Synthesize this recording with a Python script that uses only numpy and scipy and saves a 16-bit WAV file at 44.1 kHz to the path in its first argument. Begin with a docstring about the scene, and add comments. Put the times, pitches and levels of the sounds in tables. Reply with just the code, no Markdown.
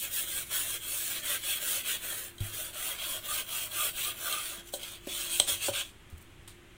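"""In a small, hard kitchen, a soapy steel-wool pad scours the inside of a metal pot close by, stroke on stroke.
Countless wire tips catch and slip: random clicks that hiss and drive the wall, the base and the air in the pot.
On the way the pot clinks, knocks and bumps, made of short decaying tones, scrapes and rumble.
Near the end the pad is lifted out with faint crackles and wet smacks, and a low kitchen hum remains."""
import sys
import numpy as np
from scipy import signal
from scipy.fft import rfft, irfft, next_fast_len
from scipy.io import wavfile
from scipy.ndimage import uniform_filter1d, map_coordinates

SR = 44100
rng = np.random.default_rng(int(sys.argv[2]) if len(sys.argv) > 2 else 0)


def store_wav(level_fs):
    """Save 16-bit WAV to argv[1]."""
    pcm = np.round(np.clip(np.atleast_2d(level_fs), -1, 1) * 32767)
    wavfile.write(sys.argv[1], SR, pcm.T.astype(np.int16))


N = 298539

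# colour of the wires' sound: (frequency [Hz], relative level [dB per Hz])
WIRE_COLOUR = [(2600, -35), (4300, -6.5), (4900, -11), (5800, -7), (6500, -4.5), (7300, -3), (8400, 0.5),
               (10000, -0.5), (11000, -6), (12100, -6), (13200, -4), (15200, 1.5), (15800, -6.5)]


def amp(db):
    """Turn decibels into a gain."""
    return 10 ** (np.asarray(db) / 20)


def unit(x):
    """Scale a sound to rms 1."""
    return x / np.sqrt(np.mean(x ** 2) + 1e-20)


def curves(rows):
    """Join the rows with straight lines: one value per sample for each column after the time."""
    s, *cols = np.transpose(rows)
    return [np.interp(np.arange(N) / SR, s, c) for c in cols]


def wobble(rate):
    """A smooth random curve through `rate` random points a second."""
    points = rng.standard_normal(int(N * rate / SR) + 4)
    return map_coordinates(points, [np.arange(N) * rate / SR])


def filtered(x, response):
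    """Multiply the spectrum of x by a response that depends on frequency."""
    m = next_fast_len(N + SR // 2)
    hz = np.fft.rfftfreq(m, 1 / SR)
    return irfft(rfft(x, m) * response(hz), m)[..., :N]


def coloured(x, points):
    """Shape x with a filter that never acts ahead of time, from (Hz, dB) points; the result has rms 1."""
    f, db = np.transpose(points)
    hz = np.fft.rfftfreq(SR // 10, 1 / SR)
    gain = amp(np.interp(np.log(hz + 1), np.log(f), db))
    # folding the cepstrum gives the minimum-phase filter with this gain
    cepstrum = irfft(np.log(gain))
    half = len(cepstrum) // 2
    cepstrum[1:half] *= 2
    cepstrum[half + 1:] = 0
    impulse = irfft(np.exp(rfft(cepstrum)))
    return unit(signal.fftconvolve(x, impulse)[:N])


def resonance(hz, centre_hz, width_hz):
    """Response of one mode, which rings at its centre and dies sooner the wider it is."""
    return 1j * hz * width_hz / (centre_hz ** 2 - hz ** 2 + 1j * hz * width_hz)


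def soft(hz, edge_hz, order):
    """Gain of a smooth low-pass, one half at the edge."""
    return 1 / (1 + (hz / edge_hz) ** order)


def fade(t, t60):
    """Exponential decay, 60 dB down at t60 seconds."""
    return np.exp(-np.log(1000) * t / t60)


def add(track, s, sound):
    """Mix a sound into a track at s seconds."""
    part = track[round(s * SR):][:len(sound)]
    part += sound[:len(part)]


def echoes(x, t60, hop_count=2048):
    """A dense tail of about the energy of x; the moving hand keeps changing its pattern."""
    t = np.arange(int(SR * min(t60, .5)) + 64) / SR
    window = signal.get_window("hann", 2 * hop_count)
    padded, out = np.pad(x, (0, 2 * hop_count)), np.zeros(N)
    # overlapping slices of x, each with a fresh random tail
    for start in range(0, N, hop_count):
        piece = padded[start:][:len(window)] * window
        tail = rng.standard_normal(SR)[:len(t)] * fade(t, t60) * (t > 0)
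        add(out, start / SR, signal.fftconvolve(piece, tail / np.linalg.norm(tail)))
    return out


def in_pot(x, wet_db, t60):
    """Sound bounces round inside the pot: echoes join the direct sound, at rms 1."""
    return unit(x + amp(wet_db) * echoes(x, t60))


def slips(rate, spread_db, clump_db):
    """Wire tips let go at random, rate a second; tangles of wire let go in clumps."""
    happens = rng.random(N) < rate / SR
    size = rng.standard_normal(N) * amp(spread_db * rng.standard_normal(N))
    clumps = amp(clump_db * wobble(260))
    # the root of the rate keeps dense slips from growing louder than sparse ones
    return unit(happens * size / np.sqrt(rate) * clumps)


def arc(s, length):
    """Progress 0-1 through a stroke, and the pad's speed: from rest, over a peak, back to rest."""
    u = np.clip((np.arange(N) / SR - s) / length, 0, 1)
    moving = (u > 0) & (u < 1)
    return u, np.abs(np.sin(np.pi * u)) * moving


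def stroke_gains():
    """Gains of hiss, wall and hollow: each swells with speed and pressure, and drags on through the turns."""
    # pushes of the pad: (start [s], length [s], wire hiss before its trim [dB],
    # rise of pressure from start to end [dB], wall ring over the hiss [dB],
    # hollow over the hiss before their trims [dB])
    strokes = [(-0.028, 0.12, -36.5, -4.5, -7, -11.5), (0.101, 0.16, -34, 1.5, -9, -16),
               (0.246, 0.2, -35.5, 4, -7.5, -13.5), (0.504, 0.18, -33.5, -9, -8, -13),
               (0.623, 0.16, -37.5, 12, -6, -13.5), (0.806, 0.41, -35.5, -1, -8, -16),
               (1.098, 0.11, -40.5, -1, 0, -10.5), (1.224, 0.16, -34, 4, -5.5, -10),
               (1.424, 0.17, -34.5, -1, -3, -12.5), (1.592, 0.23, -33, 1.5, -7, -12.5),
               (1.843, 0.14, -35.5, -1.5, -1, -11), (2.01, 0.31, -39.5, -10.5, -6.5, -10),
               (2.394, 0.16, -45.5, -6, -4, -9), (2.517, 0.2, -39.5, -5.5, -6.5, -12.5),
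               (2.727, 0.24, -37, 4, -5, -11.5), (2.981, 0.092, -43.5, -7, 4.5, -7.5),
               (3.002, 0.2, -37.5, 1.5, -6, -11.5), (3.228, 0.2, -36, 9.5, -4.5, -12),
               (3.477, 0.21, -36, 0, -4.5, -13), (3.706, 0.2, -33.5, 8, -5, -13.5),
               (3.929, 0.2, -37, 7, -1, -13.5), (4.135, 0.24, -39, 14.5, -4.5, -9),
               (4.263, 0.36, -39.5, -4, -3.5, -11.5), (4.658, 0.044, -51, 3, -4, -20),
               (4.728, 0.056, -39.5, -10, -10.5, -21), (4.79, 0.2, -45, -5.5, -0.5, -12.5),
               (5.069, 0.23, -35.5, 5.5, -4, -15), (5.287, 0.15, -32.5, -4.5, -6.5, -20),
               (5.473, 0.097, -28.5, -10, -7, -18.5), (5.601, 0.11, -31, 2.5, -7.5, -17.5),
               (5.727, 0.11, -32.5, -4.5, -3, -15.5)]
    # how the layers grow with the pad's speed: (power for hiss, for wall ring, for hollow)
    speed_law = (0.66, 0.36, 0.3)
    drag_db, drag_s = -10, 0.17  # the pad never quite stops at a turn: level under the strokes, reach
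    give_s = .02  # the springy wool rounds off every start and stop
    power = np.zeros((3, N))
    for s, length, db, press_db, wall_db, hollow_db in strokes:
        u, speed = arc(s, length)
        on = speed > 0
        pressed_db = db + press_db * (u[on] - .5)
        for layer, over_db, law in zip(power, (0, wall_db, hollow_db), speed_law):
            layer[on] += (amp(pressed_db + over_db) * speed[on] ** law) ** 2
    drag = np.abs(uniform_filter1d(power, max(int(drag_s * SR), 1), axis=1))
    gains = np.sqrt(power + amp(drag_db) ** 2 * drag)
    return np.abs(uniform_filter1d(gains, max(int(give_s * SR), 1), axis=1))


def wire_hiss(drive):
    """The wires themselves hiss, brightest while their tips bite."""
    # fine wire tips against flattened wool: (time [s], top treble boost or cut [dB])
    sharpness = [(0, 1.5), (1, 1), (2, 1.5), (3, 1), (4.1, 2), (4.8, -2.5), (5.4, -3.5), (5.8, -6.5)]
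    wires = coloured(in_pot(drive, wet_db=-2.0, t60=0.035), WIRE_COLOUR)
    tips = filtered(wires, lambda hz: 1 - soft(hz, edge_hz=9350, order=10))
    return wires + (amp(curves(sharpness)[0]) - 1) * tips


def wall_ring(drive):
    """The pot wall: a broad, hand-damped hump with a few narrow modes on top."""
    # narrow modes of the wall that sing under the pad: (frequency [Hz], width [Hz], relative level [dB])
    wall_modes = [(1570, 130, -3.5), (2710, 290, -7.5), (3170, 170, 4.5), (3360, 150, 11), (3900, 71, -4)]
    # colour of the broad hump: (frequency [Hz], relative level [dB per Hz])
    wall_colour = [(1240, -50.5), (2100, -12), (2600, -2), (2770, -3), (3250, 1.5), (3680, -5.5),
                   (4000, -5.5), (4900, -12), (6370, -65), (10800, -120)]

    def modes_response(hz):
        total = 0
        for k, (f, width, db) in enumerate(wall_modes):
            total = total + (-1) ** k * amp(db) * resonance(hz, f, width)  # signs alternate
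        return total

    shaking = echoes(drive, t60=0.026)
    ring = unit(filtered(shaking, modes_response))
    hump = coloured(in_pot(drive, wet_db=-5.5, t60=0.02), wall_colour)
    return unit(hump + amp(-7.5) * ring)


def hollow_air(drive):
    """The air in the pot booms, and changes colour as the pad moves between side wall and base."""
    # where the pad rubs: (time [s], place from 0 on the side wall to 1 on the base)
    place = [(2.2, 0), (2.8, 0.81), (4.5, 1), (5.2, 0.82)]
    # the hollow driven from the side wall: (frequency [Hz], relative level [dB per Hz])
    side_colour = [(120, -34), (300, -3.5), (450, -2.5), (600, 3.5), (830, -8.5), (1150, -1), (1380, 2),
                   (1620, 6.5), (1900, 1.5), (2200, 2), (2700, -3.5), (4000, -64)]
    # the hollow driven from the base: (frequency [Hz], relative level [dB per Hz])
    bottom_colour = [(120, -41.5), (300, -7), (460, -8.5), (630, 3.5), (850, -10), (1100, -0.5), (1300, 0),
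                     (1430, 2), (1560, 2.5), (1750, -6.5), (2200, -3), (2700, -18), (4000, -54)]
    on_base = np.clip(curves(place)[0], 0, 1)
    from_side = coloured(echoes(drive, t60=0.089), side_colour)
    from_base = coloured(in_pot(drive, wet_db=-0.5, t60=0.073), bottom_colour)
    return np.sqrt(1 - on_base) * from_side + np.sqrt(on_base) * from_base


def singing_base(drive):
    """The pad sweeps over the base and makes one of its modes sing."""
    # sweeps over the base: (start [s], length [s], level at full speed [dB])
    base_sweeps = [(2.755, 0.12, -58), (3.246, 0.12, -44.5), (3.52, 0.084, -60), (3.748, 0.12, -40),
                   (4.022, 0.11, -47.5), (4.196, 0.27, -41.5), (4.443, .15, -55)]
    sweep_law = 2.3  # power of the pad's speed that the base follows
    note = unit(filtered(drive, lambda hz: resonance(hz, centre_hz=1202, width_hz=99) ** 2))
    gain = sum(amp(db) * arc(s, length)[1] ** sweep_law for s, length, db in base_sweeps)
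    return gain * note


def scouring():
    """A faster stroke tears more wires loose; the same slips hiss and shake the pot."""
    hiss_gain, wall_gain, hollow_gain = stroke_gains()
    pace = np.sqrt(hiss_gain / hiss_gain.max())  # 0-1, taken from the strength of the hiss
    grip = amp(0.49 * wobble(35))  # the pad judders a little under the hand
    drive = grip * slips(6000 + 22000 * pace, spread_db=0.75, clump_db=0.43)
    pot = amp(1.03) * hiss_gain * wire_hiss(drive)
    pot += wall_gain * wall_ring(drive)
    pot += amp(1.5) * hollow_gain * hollow_air(drive)
    return pot + singing_base(drive)


def kitchen():
    """Slightly unsteady hum tones over steady room noise and a low, uneven handling rumble."""
    # hum: (frequency [Hz], middle level [dB rms])
    hum_tones = [(46, -65.5), (101, -65.5), (347, -67)]
    # colour of the room noise: (frequency [Hz], relative level [dB per Hz])
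    air_colour = [(20, -18), (110, -30), (200, -13.5), (280, -13), (350, -10.5), (480, -18), (800, -21),
                  (1150, -18.5), (2200, -17), (3300, -19), (4900, -33.5), (8000, -28.5), (15800, -41)]
    t = np.arange(N) / SR
    hum = np.zeros(N)
    for hz, db in hum_tones:
        level = np.sqrt(2) * amp(db + 3.4 * wobble(4.08))
        hum += level * np.sin(2 * np.pi * hz * t + 0.96 * wobble(11))
    air = amp(-58.5) * coloured(rng.standard_normal(N), air_colour)
    low_colour = [(20, -2), (50, -7), (110, -7.5), (250, -15.5), (800, -44)]  # (Hz, dB per Hz)
    handling = amp(-58.5 + 1.4 * wobble(5.8)) * coloured(rng.standard_normal(N), low_colour)
    return hum + air + handling


def blow(modes, t60, attack, scrape_db, scrape_t60):
    """One contact rings the modes at slightly new strengths and grinds for an instant."""
    t = np.arange(SR // 2) / SR
    ring = np.zeros(len(t))
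    for hz, db, share in modes:
        strength = amp(db + rng.normal(0, 1))
        ring += strength * fade(t, t60 * share) * np.sin(2 * np.pi * (hz * t + rng.random()))
    scrape = amp(scrape_db) * fade(t, scrape_t60) * rng.standard_normal(len(t))
    return ring * (1 - np.exp(-t / attack)) + scrape


def contacts():
    """Soft knocks ring only the pot's low modes; hard metal contacts ring the high ones."""
    # hard metal contacts inside the pot: (time [s], level [dB], t60 before each mode's share [s])
    clinks = [(2.382, -43, 0.019), (2.405, -42, 0.024), (4.738, -34, 0.053), (4.832, -40.5, 0.035),
              (5.399, -11, 0.016), (4.048, -30.5, 0.02), (4.325, -30.5, 0.046)]
    # what a clink rings with: (frequency [Hz], relative level [dB], t60 share [ratio])
    metal_modes = [(3172, 0, 1.8), (3460, -4, .9), (3903, -0.5, 1.13), (4270, 3.5, 0.33), (5130, -22, 1.5),
                   (6000, -17, 1.5), (6570, -3, 0.63), (8070, -1.5, 0.95), (8220, -7.5, 0.88),
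                   (8540, 4, 0.59)]
    # the pot knocks on its support: (time [s], level [dB], t60 before each mode's share [s],
    # edge above which the contact excites little [Hz])
    knocks = [(4.737, -32.5, 0.061, 1370), (5.071, -20.5, 0.042, 400), (5.398, -31, 0.095, 1423),
              (5.48, -42.5, 0.26, 900), (5.683, -21, 0.064, 1605)]
    # what the knocked pot rings with: (frequency [Hz], level before the contact's edge [dB],
    # t60 share [ratio])
    pot_modes = [(283, -8.5, 0.68), (380, -8.5, 0.98), (531, -9, 1.6), (580.4, 0, 1.3), (630, -6, .8),
                 (778, -4, 0.56), (973, -11.5, 0.83), (1470, -4.5, 0.48)]
    track = np.zeros(N)
    for s, db, t60 in clinks:
        clink = blow(metal_modes, t60, attack=0.00058, scrape_db=-8.0, scrape_t60=0.024)
        add(track, s, amp(db) * clink)
    for s, db, t60, edge_hz in knocks:
        modes = []
        for hz, level, share in pot_modes:
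            softened = level + 20 * np.log10(soft(hz, edge_hz, order=4))
            modes.append((hz, softened, share))
        knock = blow(modes, t60, attack=0.0011, scrape_db=-19.5, scrape_t60=0.057)
        add(track, s, amp(db) * knock)
    return track


def bumps():
    """The whole pot rocks on its support with one low, damped note and a short rumble."""
    # dull bumps as the pot is shifted: (time [s], level [dB], frequency [Hz], t60 [s])
    shifts = [(2.405, -26.5, 100.6, 0.23), (4.58, -43, 201, 0.063), (5.399, -43, 132, .12),
              (5.52, -40, 86, .15), (5.695, -35.5, 106, 0.12), (6.127, -35.5, 80, 0.18),
              (6.388, -43, 64, .14)]
    rock, shake, t = np.zeros(N), np.zeros(N), np.arange(SR // 2) / SR
    for s, db, hz, t60 in shifts:
        push = amp(db) * (1 - np.exp(-t / .002)) * fade(t, t60)
        add(rock, s, push * np.sin(2 * np.pi * hz * t))
        add(shake, s, push)
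    rumble_colour = [(25, 6), (60, -10.0), (200, -0.5), (280, -24.0), (900, -28), (3000, -66)]  # (Hz, dB per Hz)
    rumble = coloured(rng.standard_normal(N), rumble_colour)
    return rock + amp(-10.5) * shake * rumble


def wet_pad():
    """Lifted out, the pad crackles faintly and smacks in the fingers: fading bursts of wire and foam slips."""
    # squeezes of the pad: (time [s], wire level [dB], foam level [dB], t60 [s])
    squeezes = [(5.85, -69, -66, 0.18), (5.89, -63, -57, 0.26), (6.1, -60.5, -66, 0.35),
                (6.177, -55, -75, .08), (6.206, -57, -68, 0.22), (6.476, -52, -47, 0.2)]
    # colour of the foam: (frequency [Hz], relative level [dB per Hz])
    foam_colour = [(500, -13), (1000, -4), (2500, -2), (4100, 1), (5500, -10), (8500, 2), (15000, -22)]
    wire, lather, t = np.zeros(N), np.zeros(N), np.arange(SR // 2) / SR
    for s, wire_db, foam_db, t60 in squeezes:
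        add(wire, s, amp(wire_db) * fade(t, t60))
        add(lather, s, amp(foam_db) * fade(t, t60))
    bursts = slips(2500, spread_db=3, clump_db=2.5)
    froth = slips(9000, spread_db=2, clump_db=1)
    return wire * coloured(bursts, WIRE_COLOUR) + lather * coloured(froth, foam_colour)


def scene():
    """The pot close by in a small, hard kitchen; both channels hear the same."""
    rubbing = scouring() + wet_pad()
    hits = contacts()
    # the room answers the hits more than the rubbing
    room = echoes(amp(-6.5) * hits + amp(-18) * rubbing, t60=.28)
    mono = hits + rubbing + bumps() + room + kitchen()
    return np.array([mono, mono])


def record(dry):
    """Nothing is kept above the band limit."""
    top_hz = 15780
    return filtered(dry, lambda hz: hz < top_hz)


dry = scene()
out = record(dry)
store_wav(out)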